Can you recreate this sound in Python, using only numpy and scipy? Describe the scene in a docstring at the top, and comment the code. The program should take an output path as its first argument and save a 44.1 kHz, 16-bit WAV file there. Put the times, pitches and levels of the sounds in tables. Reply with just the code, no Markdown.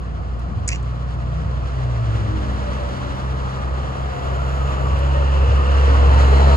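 """Deep exhaust beside a car wash

A vehicle creeps closer past an open-air car wash, its exhaust booming at a slowly rising firing rate.
Tyre and fan rush swells with a thin wet spray and sinking bands of road noise. Behind it, over far
traffic, one engine drops its revs and burbles, and a later one pulls away. Wind bumps the phone now
and then, faint ticks dot the wash, and one short gritty scuff sticks and slips close by."""
import sys
import numpy as np
from scipy import signal
from scipy.fft import rfft, irfft, next_fast_len
from scipy.io import wavfile
from scipy.ndimage import uniform_filter1d

SR = 44100
rng = np.random.default_rng(int(sys.argv[2]) if len(sys.argv) > 2 else 0)


def unload_audio(sound):
    """Save the sound as a 16-bit wav file, at the path given as the first command line argument."""
    columns = np.transpose(np.atleast_2d(sound))
    # keep every value between -1 and 1, then stretch to whole-number steps
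    steps = np.round(np.clip(columns, -1, 1) * 32767)
    wavfile.write(sys.argv[1], SR, steps.astype(np.int16))


N = 289296
T = np.arange(N) / SR
FREQ = np.maximum(np.fft.rfftfreq(2 * next_fast_len(N // 2 + 4096), 1 / SR), 1)

# Tone colours of the noise layers. Each row: frequency in Hz, relative level in dB.
TRAFFIC_COLOUR = [(60, -3), (150, 5), (280, 0.5), (450, -5.5), (700, -7.5), (900, -14.5), (1100, -3.5),
                  (1430, -11), (1700, -31), (4000, -46), (12000, -57.5), (13200, -80)]  # dull, distant road
TICK_COLOUR = [(1000, 4), (4500, 13), (7000, 7), (11000, 2), (15000, -5)]  # light and bright
WIND_COLOUR = [(12, -25), (28, -12), (48, -2), (90, 4.5), (140, -6), (220, -11), (500, -64), (3000, -110)]  # low rumble on the microphones
GRIT_COLOUR = [(900, -31), (2500, -22), (3600, -18), (5000, -6), (6800, 5), (8200, 4.5), (9500, -7.5),
               (11000, -45), (15000, -47)]  # crisp snap
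SLIDE_COLOUR = [(900, -23), (2500, 8.5), (3600, -5.5), (5200, 0), (6900, 6), (8200, -10), (11000, -31),
                (15000, -46)]  # duller rasp
HISS_COLOUR = [(2000, -26), (4200, -14), (5500, -20), (7000, 5), (9000, -26), (11800, -9), (12800, -44),
               (15000, -60)]  # wet asphalt
SIZZLE_COLOUR = [(6000, -23), (8500, -3), (10300, 0), (12200, 3), (12800, -31), (15000, -55)]  # the finest droplets
RUSH_COLOUR = [(90, -5.5), (230, -0.5), (360, 0), (540, 3), (800, -1), (1150, -1), (1700, -6.5),
               (2300, -17.5), (2900, -15.5), (4200, -21.5), (5500, -26.5), (6900, -29.5), (9500, -39),
               (12300, -52.5), (13200, -73)]  # tyres and fan

# Panning of the road. Each row: frequency in Hz, left minus right in dB.
ROAD_BALANCE = [(60, -1), (100, -1), (180, 2.5), (310, 6.5), (540, 5.5), (930, 6), (1620, -4), (2800, -3),
                (4850, 1.5), (8390, -4)]
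# How far the left microphone leads for road sound. Each row: frequency in Hz, lead in radians.
ROAD_LEAD = [(0, 0), (780, 2.4), (1290, 1.9), (1640, 3.4), (2580, 6.7), (3530, 9.1), (4480, 12.4),
             (4910, 12.9), (5510, 15.5), (6030, 16.1), (6550, 18.6), (7410, 19.7), (8010, 21.8),
             (8530, 21.7)]
# The part of the rush that arrives from all round. Each row: frequency in Hz, share of power from 0 to 1.
RUSH_SCATTER = [(60, 0.8), (250, 0.46), (600, 0.37), (2000, 0.18), (8000, 0.38)]

# Small ticks around the wash. Each row: start in seconds, level in dB, decay in seconds.
TICKS = [(.392, -50, .011), (2.888, -48, .005), (4.989, -39, .005)]
# Gusts on the microphones. Each row: time in seconds, bump level in dB, bump pitch in Hz,
# bump length in seconds, rumble level in dB.
GUSTS = [(.487, -22, 162, 0.012, -40), (0.577, -13, 86, 0.008, -29), (1.456, -13.5, 88, 0.01, -31.5),
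         (2.291, -23, 61, 0.027, -29), (4.945, -19, 86, 0.017, -33), (5.5, -15.5, 103, 0.021, -32),
         (6.078, -21, 150, .008, -30)]
# Cracks of grit. Each row: start in seconds, level in dB, decay in seconds.
GRIT_CRACKS = [(.6776, -14, 0.0014), (.6803, -17.5, .0014), (.6825, -25.5, 0.004), (.6895, -12, 0.0008),
               (.8275, -52, .005)]
# Slips after the snap. Each row: start in seconds, rasp level in dB, hollow ring level in dB.
SLIPS = [(.681, -30, -29), (.6893, -23, -27), (.6925, -25, -26), (.7035, -30, -27), (.7158, -33, -27),
         (.719, -30, -27), (.7225, -36, -28), (.7273, -28, -27), (.7312, -30, -22.5), (.74, -44, -33),
         (.748, -41, -27.5), (.7583, -32, -29)]

# Tyres coming by. Each row: nearest moment in seconds, fade time either side in seconds,
# then the levels of rush, treble and wet hiss in dB.
PASSES = [(2.7, 0.77, -34, -28, -82), (4.65, 1, -30.5, -36.5, -57), (6.55, 0.73, -21, -20, -52)]
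# Fine spray thrown up by the tyres. Each row: middle in seconds, length in seconds, level in dB.
SPRAYS = [(2.9, .55, -69.5), (4.55, 0.47, -67.5), (6.5, 0.37, -60)]
# Sinking bands of road noise. Each row: middle in seconds, length in seconds, pitch in Hz,
# glide in octaves per second, width in Hz, level in dB.
SINKING_BANDS = [(.25, .25, 700, -.1, 45, -44), (1.6, .7, 665, -.12, 45, -44),
                 (2.42, .14, 615, -.1, 22, -40.5), (2.85, .2, 578, -.08, 19, -35),
                 (3.4, .25, 850, -.2, 40, -43.5), (3.75, .35, 1210, -.05, 45, -40),
                 (4.18, .2, 720, -.2, 38, -37), (4.5, .17, 1350, -.1, 70, -37.5),
                 (4.76, .19, 1190, -.35, 75, -34.5), (4.95, .3, 585, -.25, 40, -36),
                 (5.2, .16, 915, -.3, 30, -36.5), (5.42, .26, 548, -.12, 26, -31.5),
                 (5.65, .15, 1200, -.35, 55, -36), (5.85, .35, 475, -.08, 14, -35.5),
                 (5.9, .13, 1520, -.3, 70, -40), (6.02, .14, 1070, -.25, 28, -32),
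                 (6.32, .15, 880, -.35, 75, -29.5), (6.42, .15, 410, -.3, 35, -35.5),
                 (6.5, .13, 660, -.2, 36, -31.5), (6.52, .09, 930, -.2, 30, -32),
                 (6.52, .08, 1260, -.2, 55, -37)]
# Fixed-pitch whines and bands of hiss as the vehicle nears. Each row: middle in seconds,
# length in seconds, pitch in Hz, width in Hz, level in dB.
WHINES = [(5.15, .12, 1835, 24, -44), (5.8, .17, 1815, 14, -39.5), (5.74, 0.84, 2780, 340, -42),
          (6.4, 0.4, 1750, 570, -40), (6.5, 0.29, 4100, 340, -43)]

# Background engines changing speed. Each row: start of the change in seconds, firing rates before and
# after in Hz, settling time in seconds, middle and length of the swell in seconds, level in dB.
OTHER_ENGINES = [(1.448, 155.7, 90.34, .58, 2.02, 0.45, -29), (5.734, 95, 115, .2, 6.08, 0.19, -30)]
# Overrun burbles of the engine that eases off. Each row: middle in seconds, length in seconds,
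# multiple of the firing rate, level in dB.
BURBLES = [(2.38, .19, 3, -36.5), (2.6, .25, 2, -36), (2.5, .35, 2.5, -40.5), (3.03, .12, 3, -39)]

# Brief dips in the near engine's boom. Each row: middle in seconds, depth in dB.
BOOM_DIPS = [(2.97, -17), (3.17, -9), (3.54, -10), (3.94, -8.5), (4.17, -11), (4.77, -3), (5.64, -3)]
# Level curve of its bark, the octave above the boom. Each row: time in seconds, level in dB.
BARK_LEVELS = [(0, -39), (.9, -27.5), (2.1, -34), (2.7, -35), (3.3, -31), (3.95, -32.5), (4.55, -27.5),
               (5.35, -26.5), (5.95, -34), (6.3, -26), (6.56, -24)]
# Its upper exhaust orders, swelling in turn. Each row: middle in seconds, length in seconds,
# multiple of the firing rate, level in dB.
ORDER_SWELLS = [(3.45, .38, 3, -38.5), (4.85, .3, 3, -40), (5.55, .25, 3, -41), (6.5, .22, 3, -32.5),
                (5.1, .25, 4, -42), (6.3, .4, 4, -36.5), (6.45, .15, 6, -35), (5.9, .4, 7, -39),
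                (5.7, .35, 8, -40)]


def undb(db):
    """Decibels to gain."""
    return 10 ** (np.asarray(db) / 20)


def unit(x):
    """Scale to rms 1."""
    return x / np.sqrt(np.mean(x ** 2))


def spectrum(x):
    """Spectrum of a sound followed by silence, so that filters have room to ring."""
    return rfft(x, 2 * (len(FREQ) - 1))


def sound(z):
    """Back from a spectrum to samples."""
    return irfft(z)[..., :N]


def across(points):
    """A curve of (Hz, value) points spread over the log-frequency axis."""
    hz, value = np.transpose(points)
    return np.interp(np.log(FREQ), np.log(hz), value)


def noise(colour):
    """Noise of rms 1 in the given tone colour."""
    white = rng.standard_normal(2 * len(FREQ)).view(complex)
    return unit(sound(white * undb(across(colour))))


def tint(x, colour):
    """EQ a sound to a tone colour, keeping the power of white noise."""
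    return sound(spectrum(x) * unit(undb(across(colour))))


def walk(rate_hz):
    """Smooth random drift of rms 1."""
    slow = T[::16]
    hz = np.fft.rfftfreq(len(slow), slow[1])
    white = rfft(rng.standard_normal(len(slow)))
    drift = irfft(white * np.exp(-(hz / rate_hz) ** 2), len(slow))
    return np.interp(T, slow, unit(drift))


def swell(s, length):
    """A bell-shaped fade in and out, 1 at its top; length is its standard deviation."""
    return np.exp(-.5 * np.minimum(((T - s) / length) ** 2, 60))


def settle(s, time):
    """From 0 to 1: a change that starts at a moment and levels off."""
    return 1 - np.exp(-np.maximum(T - s, 0) / time)


def bursts(table):
    """Envelope of hits with an instant attack and a quick decay."""
    return sum(undb(db) * (T >= s) * np.exp(-np.minimum(np.abs(T - s) / decay, 20))
               for s, db, decay in table)


def narrow_band(hz, width_hz):
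    """A narrow band of noise, whose centre may move."""
    phase = 2 * np.pi * np.cumsum(hz * np.ones(N)) / SR
    return walk(width_hz) * np.cos(phase) + walk(width_hz) * np.sin(phase)


def lag_phase(ms):
    """Phase of a plain delay at each frequency."""
    return 2 * np.pi * FREQ * ms / 1000


def pan(x, lead, balance_db):
    """One sound at two microphones: the left leads by a phase and differs in level."""
    z = spectrum(x)
    left = z * undb(balance_db / 2)
    right = z * np.exp(-1j * lead) * undb(-balance_db / 2)
    return sound(np.array([left, right]))


def from_road(x):
    """Place a sound far to the left; the phone's body bends the delay between its microphones."""
    hz, radians = np.transpose(ROAD_LEAD)
    lead = np.where(FREQ < hz[-1], np.interp(FREQ, hz, radians), lag_phase(ms=.374))
    return pan(x, lead, across(ROAD_BALANCE))


def traffic():
    """A steady bed from the far main road, much of it arriving from all round."""
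    around = np.array([noise(TRAFFIC_COLOUR), noise(TRAFFIC_COLOUR)])
    gain = undb(-42.5 + .36 * walk(11))
    return gain * (from_road(noise(TRAFFIC_COLOUR)) + 1.44 * around)


def ticks():
    """A few faint, soft-edged ticks around the wash."""
    envelope = uniform_filter1d(bursts(TICKS), size=130)
    return tint(envelope * rng.standard_normal((2, N)), TICK_COLOUR)


def wind():
    """Over a light breeze each gust rumbles, and its bump of air pushes the microphones to and fro."""
    breeze_db, rumble_lead_s = -33.5, .011
    power, bumps = undb(breeze_db) ** 2, 0
    for s, bump_db, hz, length, rumble_db in GUSTS:
        power += (undb(rumble_db) * swell(s - rumble_lead_s, length=.13)) ** 2
        bumps += undb(bump_db) * np.exp(-((T - s) / length) ** 2) * np.cos(2 * np.pi * hz * (T - s))
    centre = noise(WIND_COLOUR)
    sides = np.array([noise(WIND_COLOUR), noise(WIND_COLOUR)])
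    return np.sqrt(power) * (centre + .77 * sides) - bumps


def hollow_ring(start_s):
    """Each slip of the scuff rings a rising, wandering resonance and a softer one below it."""
    from_hz, to_hz = 1950, 2900
    hz = from_hz + (to_hz - from_hz) * settle(start_s, time=.032)
    phase = 2 * np.pi * np.cumsum(hz * (1 + .05 * walk(348))) / SR
    strikes = bursts([(s, db, .0036) for s, _, db in SLIPS])
    return uniform_filter1d(strikes, size=30) * (np.sin(phase) + undb(-6) * np.sin(.78 * phase))


def scuff():
    """Grit snaps, then sticks and slips over a brief, duller slide that weakens as it goes."""
    start_s, end_s, fade_db_per_s = .678, .753, 50
    grain_db = 1.5 * walk(160)  # fine grit roughens the slide
    slide_db = -39 - fade_db_per_s * np.maximum(T - start_s, 0) + grain_db
    slide = (T >= start_s) * (1 - settle(end_s, time=.019)) * undb(slide_db)
    slips = bursts([(s, db, .0014) for s, db, _ in SLIPS])
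    ring = hollow_ring(start_s)
    snap = tint(bursts(GRIT_CRACKS) * rng.standard_normal((3, N)), GRIT_COLOUR)
    rasp = tint((slide + slips) * rng.standard_normal((3, N)), SLIDE_COLOUR)
    direct, *around = snap + rasp
    return pan(direct + ring, lag_phase(ms=.15), balance_db=-2) + .36 * np.array(around)


def crank(hz, wobble):
    """Firing phase of an engine whose speed is slightly uneven."""
    return 2 * np.pi * np.cumsum(hz * (1 + wobble * walk(10.97))) / SR


def exhaust_orders(phase, swells, flutter_db):
    """Overtones of the firing rate swell in turn, each fluttering on its way through the air."""
    tones = 0
    for s, length, order, db in swells:
        gain = swell(s, length) * undb(db + flutter_db * walk(6.7))
        tones += gain * np.sqrt(2) * np.cos(order * phase + rng.uniform(0, 2 * np.pi))
    return tones


def changing_engine(s, from_hz, to_hz, time, middle_s, length, db):
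    """Phase and gain of an engine settling to a new speed; its exhaust drones near a resonance."""
    resonance_hz, width_hz, boost_db = 117, 10, 6
    hz = from_hz + (to_hz - from_hz) * settle(s, time)
    drone_db = boost_db / (1 + ((hz - resonance_hz) / width_hz) ** 2)
    return crank(hz, wobble=.01268), undb(db + drone_db) * swell(middle_s, length)


def other_engines():
    """One engine hums under load, eases off and burbles on the overrun; a later one pulls away."""
    easing, pulling = OTHER_ENGINES
    phase, gain = changing_engine(*easing)
    later_phase, later_gain = changing_engine(*pulling)
    eases_s, _, _, settling_s, *_ = easing
    load = undb(-39.5) * (1 - settle(eases_s, settling_s))
    drone = np.hypot(gain, load) * undb(3.1 * walk(3)) * np.sqrt(2) * np.cos(phase)
    uneven = phase + .28 * walk(26)  # unevenly timed firings smear the overtones
    burble = exhaust_orders(uneven, BURBLES, flutter_db=1.5)
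    pull_away = later_gain * undb(2 * walk(6.8)) * np.sqrt(2) * np.cos(later_phase)
    return drone + burble + pull_away


def passing():
    """Gains of rush, treble and wet hiss: each pass falls off with distance, and their powers add."""
    falloff = np.array([[1.133], [1.105], [4.1]])  # exponents of distance, in that order
    power = 0
    for s, time, *levels_db in PASSES:
        distance = np.hypot(1, (T - s) / time)
        power += (undb(levels_db)[:, None] / distance ** falloff) ** 2
    return np.sqrt(power)


def wet_hiss():
    """A thin spray off the wet asphalt comes and goes with each pass; its finest droplets sizzle."""
    *_, gain = passing()
    spray = sum(undb(db) * swell(s, length) for s, length, db in SPRAYS)
    grain = unit(undb(4 * walk(700)))
    sizzle = tint(spray * grain * rng.standard_normal(N), SIZZLE_COLOUR)
    hiss = noise(HISS_COLOUR) * gain * undb(1.5 * walk(14))
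    return from_road(hiss + sizzle)


def road_bands():
    """Narrow bands of road noise swell and fall in pitch as the vehicle nears; steady whines join them."""
    sinking = sum(undb(db) * swell(s, length) * narrow_band(hz * 2 ** (glide * (T - s)), width_hz)
                  for s, length, hz, glide, width_hz, db in SINKING_BANDS)
    whines = sum(undb(db) * swell(s, length) * narrow_band(hz, width_hz)
                 for s, length, hz, width_hz, db in WHINES)
    return sinking + whines


def rush(phase):
    """Broad noise of tyres, fan and exhaust gas, pulsing lightly with the firings and swelling when near."""
    low_cut_hz, crossover_hz = 170, 1700
    body_gain, treble_gain, _ = passing()
    direct = from_road(noise(RUSH_COLOUR) * (1 + .08 * np.cos(phase)))
    around = np.array([noise(RUSH_COLOUR), noise(RUSH_COLOUR)])
    share = np.clip(across(RUSH_SCATTER), 0, 1)
    blend = spectrum(direct) * np.sqrt(1 - share) + spectrum(around) * np.sqrt(share)
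    blend *= FREQ ** 2 / (FREQ ** 2 + low_cut_hz ** 2)  # tyres radiate little bass
    treble = sound(blend * FREQ ** 2 / (FREQ ** 2 + crossover_hz ** 2))
    body = sound(blend) - treble
    return body_gain * body * undb(.5 * walk(49)) + treble_gain * treble * undb(1.18 * walk(21))


def approach(far, near):
    """Ease a setting from its far to its near value as the vehicle draws close."""
    start_s, close_s = 3.77, 6.43
    progress = np.clip((T - start_s) / (close_s - start_s), 0, 1)
    return far + (near - far) * np.sin(np.pi / 2 * progress) ** 2


def near_engine(phase):
    """A round boom at the firing rate, sharpened into beats by its bark; unequal cylinders make it throb."""
    emerge = undb(-4.5 * (1 - settle(0, time=1)))  # fainter at first, it soon comes through
    throb = 1 + approach(far=.099, near=.039) * walk(40) + .013 * np.sin(phase / 2)
    uneven = phase + .07 * walk(28)  # jitter of the firings, in radians
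    dips_db = sum(db * swell(s, length=.045) for s, db in BOOM_DIPS)
    boom = -undb(approach(far=-23, near=-10.5) + dips_db) * np.sqrt(2) * np.cos(phase)
    bark_db = np.interp(T, *np.transpose(BARK_LEVELS)) + 1.6 * walk(12)
    bark = -undb(bark_db) * np.sqrt(2) * np.cos(2 * uneven)  # peaks with the boom once each firing
    upper = exhaust_orders(uneven, ORDER_SWELLS, flutter_db=2)
    return emerge * throb * (boom + bark + upper)


def scene():
    """The mix: engines and tyres on the road, wind and grit at the phone."""
    start_hz, climb_hz_per_s, cruise_hz = 59.62, 1.55, 68.3  # the near engine's firing rate
    phase = crank(np.minimum(start_hz + climb_hz_per_s * T, cruise_hz), wobble=.00532)
    from_edge_s = np.minimum(T, T[-1] - T)
    soft_ends = np.sin(np.pi / 2 * np.minimum(from_edge_s / .004, 1)) ** 2
    tones = soft_ends * (near_engine(phase) + other_engines() + road_bands())
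    return from_road(tones) + rush(phase) + traffic() + wet_hiss() + wind() + scuff() + ticks()


def record(dry):
    """The phone thins the deepest rumble and cuts the top."""
    low_cut = signal.butter(3, 30, "highpass", fs=SR, output="sos")
    high_cut = signal.ellip(8, .2, 70, 15500, fs=SR, output="sos")
    return signal.sosfilt(high_cut, signal.sosfilt(low_cut, dry))


dry = scene()
out = record(dry)
unload_audio(out)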